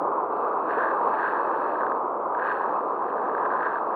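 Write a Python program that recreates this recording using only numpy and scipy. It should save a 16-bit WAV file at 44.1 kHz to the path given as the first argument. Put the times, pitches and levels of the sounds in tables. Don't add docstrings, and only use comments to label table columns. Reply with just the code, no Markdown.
import sys
import numpy as np
from scipy import signal
from scipy.fft import rfft, irfft, next_fast_len
from scipy.io import wavfile
from scipy.ndimage import uniform_filter1d

SR = 44100
rng = np.random.default_rng(int(sys.argv[2]) if len(sys.argv) > 2 else 0)


def bounce(signal):
    frames = np.transpose(np.atleast_2d(signal))
    limited = np.clip(frames, -1, 1)
    pcm = np.round(limited * 32767).astype(np.int16)
    wavfile.write(sys.argv[1], SR, pcm)


N = 174195

# (frequency [Hz], density [dB per Hz])
ROAR_SPECTRUM = [(20, -71), (60, -42), (120, -29), (200, -18), (300, -8.5), (450, -1.5), (700, -3),
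                 (980, 5.5), (1230, 2), (1450, -12), (1800, -29.5), (2500, -41.5), (4300, -67.5),
                 (5500, -84.5)]
# (time [s], low roar level [dB], upper rush level [dB])
RIVER_FLOW = [(0, -26.5, -28), (.17, -31, -26.5), (.32, -30, -29.5), (.48, -30.5, -26), (.64, -30, -28),
              (.8, -30.5, -27.5), (1.08, -30, -25), (1.24, -33, -27.5), (1.5, -31.5, -27),
              (1.69, -30.5, -28), (1.86, -31, -27.5), (2.2, -31.5, -30.5), (2.45, -32.5, -26.5),
              (2.58, -33.5, -30.5), (2.7, -31.5, -27), (2.85, -31.5, -29.5), (3.3, -30.5, -28.5),
              (3.6, -32, -26.5), (3.95, -31.5, -28.5)]
# (time [s], creak level ahead of the case [dB], rub level ahead of RUB_GAIN_DB [dB])
LINE_LEVELS = [(0, -62, -78), (.28, -64, -79), (.38, -58, -69.5), (.57, -57, -76), (.72, -39, -58.5),
               (.82, -30, -65.5), (.98, -44, -70), (1.1, -47, -61), (1.24, -29.5, -57), (1.42, -41, -67.5),
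               (1.7, -41.5, -64.5), (1.93, -51, -74.5), (2.01, -69, -80), (2.34, -68.5, -83),
               (2.39, -38, -65.5), (2.48, -32, -55.5), (2.64, -40, -66.5), (2.88, -54, -76.5),
               (3.08, -45, -70.5), (3.33, -48, -69), (3.46, -42, -72), (3.58, -41, -72.5), (3.66, -32, -64),
               (3.71, -42, -73), (3.78, -37.5, -65.5), (3.81, -54, -77), (3.95, -47.5, -73)]
# (frequency [Hz], width [Hz], level [dB])
ROD_MODES = [(1170, 120, -12.5), (1310, 150, 12.5), (1580, 218, 24.5), (1798, 280, 6), (2540, 1000, -27),
             (3600, 1500, -32)]
# (time [s], level [dB])
HARD_SLIPS = [(.694, -27.5), (.707, -24), (.764, -31), (.785, -22.5), (.807, -22), (.819, -23),
              (0.837, -21.5), (0.844, -24), (0.854, -24.5), (0.87, -27), (.887, -26), (.899, -28),
              (.913, -24.5), (1.187, -27), (1.196, -23), (1.221, -27), (1.228, -23), (1.243, -21.5),
              (1.269, -27), (1.287, -26.5), (1.323, -31), (1.369, -27), (1.54, -28.5), (1.7551, -26.5),
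              (1.807, -27.5), (1.8152, -26), (1.8326, -23), (1.866, -21.5), (1.9175, -24), (2.349, -24.5),
              (2.386, -30), (2.396, -23), (2.414, -30), (2.425, -25), (2.445, -23.5), (2.457, -30),
              (2.478, -24), (2.488, -28), (2.503, -25), (2.514, -25.5), (2.523, -28), (2.559, -27),
              (2.695, -32.5), (3.18, -30.5), (3.255, -29), (3.294, -28), (3.349, -26.5), (3.38, -24),
              (3.418, -28.5), (3.4338, -27), (3.454, -25), (3.4604, -24), (3.503, -24.5), (3.523, -24.5),
              (3.5361, -24.5), (3.562, -25), (3.606, -23), (3.63, -20.5), (3.66, -24.5), (3.667, -28),
              (3.683, -28.5), (3.7163, -26), (3.73, -30), (3.756, -24), (3.768, -30), (3.784, -29)]
# (frequency [Hz], density [dB per Hz])
RUB_SPECTRUM = [(30, -79), (1200, -7.5), (1900, -1.5), (2350, -4), (2570, 2.5), (2800, -5), (3500, -17),
                (4300, -19), (5100, -51), (7000, -54), (7900, -32), (10500, -34.5), (12500, -40.5),
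                (13500, -55), (15000, -56.5)]
# (frequency [Hz], width [Hz], level [dB])
GEAR_MODES = [(1514, 176, 28.5), (2568, 89, 12.5), (3750, 200, -1.5), (4250, 380, -1), (7840, 550, -15.5),
              (8600, 690, -23.5), (9900, 520, -8), (11000, 700, -28.5), (12300, 600, -32.5)]
# (time [s], tooth rate [teeth/s])
REEL_SPEED = [(0, 54.5), (.18, 25.5), (.29, 0.5), (.32, 119.5), (.38, 235), (0.451, 204.5), (.5, 160),
              (.6, 112.5), (.72, 289.5), (0.871, 306), (1, 245.5), (1.24, 379), (1.53, 269), (1.62, 300),
              (1.73, 235), (1.82, 205.5), (1.901, 125.5), (1.971, 95), (2, -0.5), (2.34, -0.5),
              (2.48, 369.5), (2.62, 256), (2.73, 139.5), (2.84, 105.5), (2.909, 130.5), (2.99, 105),
              (3.069, 134.5), (3.149, 106), (3.231, 139), (3.32, 106.5), (3.39, 124.5), (3.47, 107.5),
              (3.66, 194), (3.78, 160), (3.95, 126)]

RUSH_ABOVE_HZ = 720
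SURGE_RMS_DB, SURGE_PER_S = 0.31, 5.1
FLICKER_RMS_DB, FLICKER_PER_S = 0.2, 31

BUBBLES_PER_S, BUBBLE_LOW_HZ, BUBBLE_HIGH_HZ = 500, 307.3, 1353.5
BUBBLE_DB = -9
BUBBLE_CYCLES, BUBBLE_RISE = 18, 0.067
BUBBLE_SPREAD_DB = 3

PEAK_SLIPS_PER_S = 215
SLIP_RATE_DB_PER_DB = 0.4
SLIP_JITTER, SLIP_SPREAD_DB = 0.4, 1
SLIP_DETUNE = 0.035
SLIP_MODE_SCATTER_DB, SNAG_MODE_SCATTER_DB = 0.9, 1
CASE_HZ = 4500

RUB_GAIN_DB, RUB_GRAIN_RMS_DB, RUB_GRAIN_PER_S = 4.5, 3.5, 110

TOOTH_BASE_DB, TOOTH_DB_PER_TOOTH_PER_S = -51.5, 0.0145
TOOTH_RATE_JITTER, TOOTH_SPREAD_DB, TOOTH_MODE_SCATTER_DB = 0.025, 1.5, 3
PINION_TEETH, PINION_DB, PINION_DETUNE = 8, 2.5, 0.015

TOP_HZ = 15500


def undb(db):
    return 10 ** (np.asarray(db) / 20)


def unit(x):
    return x / np.sqrt(np.mean(x ** 2))


def curve(table, axis=1):
    rows = np.array(table)
    return undb(np.interp(np.arange(N) / SR, rows[:, 0], rows[:, axis]))


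def colour(points, hz):
    rows = np.array(points)
    return undb(np.interp(np.log(hz + 1), np.log(rows[:, 0]), rows[:, 1]))


def filtered(x, response):
    size = next_fast_len(N + SR // 10)
    hz = np.maximum(np.fft.rfftfreq(size, 1 / SR), 1)
    return irfft(rfft(x, size) * response(hz), size)[:N]


def walk(rate_per_s):
    width = max(int(SR / rate_per_s), 2)
    drift = uniform_filter1d(rng.standard_normal(N), width, mode="wrap")
    return unit(uniform_filter1d(drift, width // 2, mode="wrap"))


def roar(count=18):
    low, upper = np.zeros(N), np.zeros(N)
    for k in range(count):
        def band(hz):
            octaves = np.clip(2 * np.log2(hz / 20) - k, -1, 1)
            return np.cos(np.pi / 2 * octaves) * colour(ROAR_SPECTRUM, hz)

        water = filtered(rng.standard_normal(N), band)
        water = water * undb(FLICKER_RMS_DB * walk(FLICKER_PER_S))
        if 20 * 2 ** (k / 2) < RUSH_ABOVE_HZ:
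            low += water
        else:
            upper += water
    both = unit(low) * curve(RIVER_FLOW, axis=1) + unit(upper) * curve(RIVER_FLOW, axis=2)
    return both * undb(SURGE_RMS_DB * walk(SURGE_PER_S))


def bubbles():
    out = np.zeros(N + SR)
    for when, pitch, size in rng.random((int(BUBBLES_PER_S * N / SR), 3)):
        hz = BUBBLE_LOW_HZ * (BUBBLE_HIGH_HZ / BUBBLE_LOW_HZ) ** pitch
        cycles = np.arange(int(2 * BUBBLE_CYCLES * SR / hz)) * hz / SR
        age = cycles / BUBBLE_CYCLES
        tone = np.sin(2 * np.pi * cycles * (1 + BUBBLE_RISE * age / 2)) * 10 ** -age
        gain = undb(-BUBBLE_SPREAD_DB * np.log(max(1 - size, .02)))
        start = int(when * N)
        out[start:start + len(tone)] += tone * gain
    crowd = unit(filtered(out[:N], lambda hz: colour(ROAR_SPECTRUM, hz)))
    return crowd * undb(BUBBLE_DB) * curve(RIVER_FLOW, axis=2)


def ring(times_s, gains, modes, scatter_db, detune, size=1024):
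    chance = rng.uniform(-0.86, 1, (len(times_s), len(modes))) * np.sqrt(3)
    f = np.maximum(np.fft.rfftfreq(size, 1 / SR), 1) / (1 + detune[:, None])
    spectra = 0
    for k, (hz, width, db) in enumerate(modes):
        resonance = 1 / (1 + 1j * (f * f - hz * hz) / (f * width)) ** 2
        sign = (-1) ** k
        spectra = spectra + sign * undb(db + scatter_db * chance[:, k, None]) * resonance
    ticks = gains[:, None] * irfft(spectra, size)
    out = np.zeros(N + size)
    for start, tick in zip((times_s * SR).astype(int), ticks):
        out[start:start + size] += tick
    return out[:N] * SR / (2 * sum(width * undb(db) for hz, width, db in modes))


def creak():
    loud = curve(LINE_LEVELS, axis=1)
    rate = PEAK_SLIPS_PER_S * (loud / loud.max()) ** SLIP_RATE_DB_PER_DB
    progress = np.cumsum(rate) / SR
    chance = rng.uniform(-1, 1, (N // 100, 3)) * np.sqrt(3)
    marks = np.cumsum(np.exp(SLIP_JITTER * chance[:, 0]))
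    at = np.searchsorted(progress, marks[marks < progress[-1]])
    chance = chance[:len(at)]
    gains = undb(SLIP_SPREAD_DB * chance[:, 1]) / np.sqrt(rate[at])
    train = ring(at / SR, gains, ROD_MODES, SLIP_MODE_SCATTER_DB, SLIP_DETUNE * chance[:, 2])
    return unit(train) * loud


def snags():
    times_s, db = np.array(HARD_SLIPS).T
    detune = SLIP_DETUNE * rng.uniform(-1.3, 1, len(times_s))
    return ring(times_s, undb(db), ROD_MODES, SNAG_MODE_SCATTER_DB, detune)


def case(ticks):
    return signal.sosfilt(signal.butter(12, CASE_HZ, fs=SR, output="sos"), ticks)


def rub():
    grain = rng.standard_normal(N) * undb(RUB_GRAIN_RMS_DB * walk(RUB_GRAIN_PER_S))
    hiss = unit(filtered(grain, lambda hz: colour(RUB_SPECTRUM, hz)))
    return hiss * curve(LINE_LEVELS, axis=2) * undb(RUB_GAIN_DB)


def gears():
    rate = np.maximum(np.interp(np.arange(N) / SR, *np.array(REEL_SPEED).T), 0)
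    rate = rate * np.exp(TOOTH_RATE_JITTER * walk(100))
    at = np.flatnonzero(np.diff(np.floor(np.cumsum(rate) / SR)))
    mesh = np.sin(2 * np.pi * np.arange(len(at)) / PINION_TEETH)
    db = TOOTH_BASE_DB + TOOTH_DB_PER_TOOTH_PER_S * rate[at] + PINION_DB * mesh
    db = db + TOOTH_SPREAD_DB * rng.standard_normal(len(at))
    return ring(at / SR, undb(db), GEAR_MODES, TOOTH_MODE_SCATTER_DB, PINION_DETUNE * mesh)


def scene():
    river = roar() + bubbles()
    reel = case(snags() + creak()) + rub() + gears()
    return (river + reel)[None]


def record(dry):
    return signal.sosfilt(signal.ellip(8, .2, 70, TOP_HZ, fs=SR, output="sos"), dry)


dry = scene()
out = record(dry)
bounce(out)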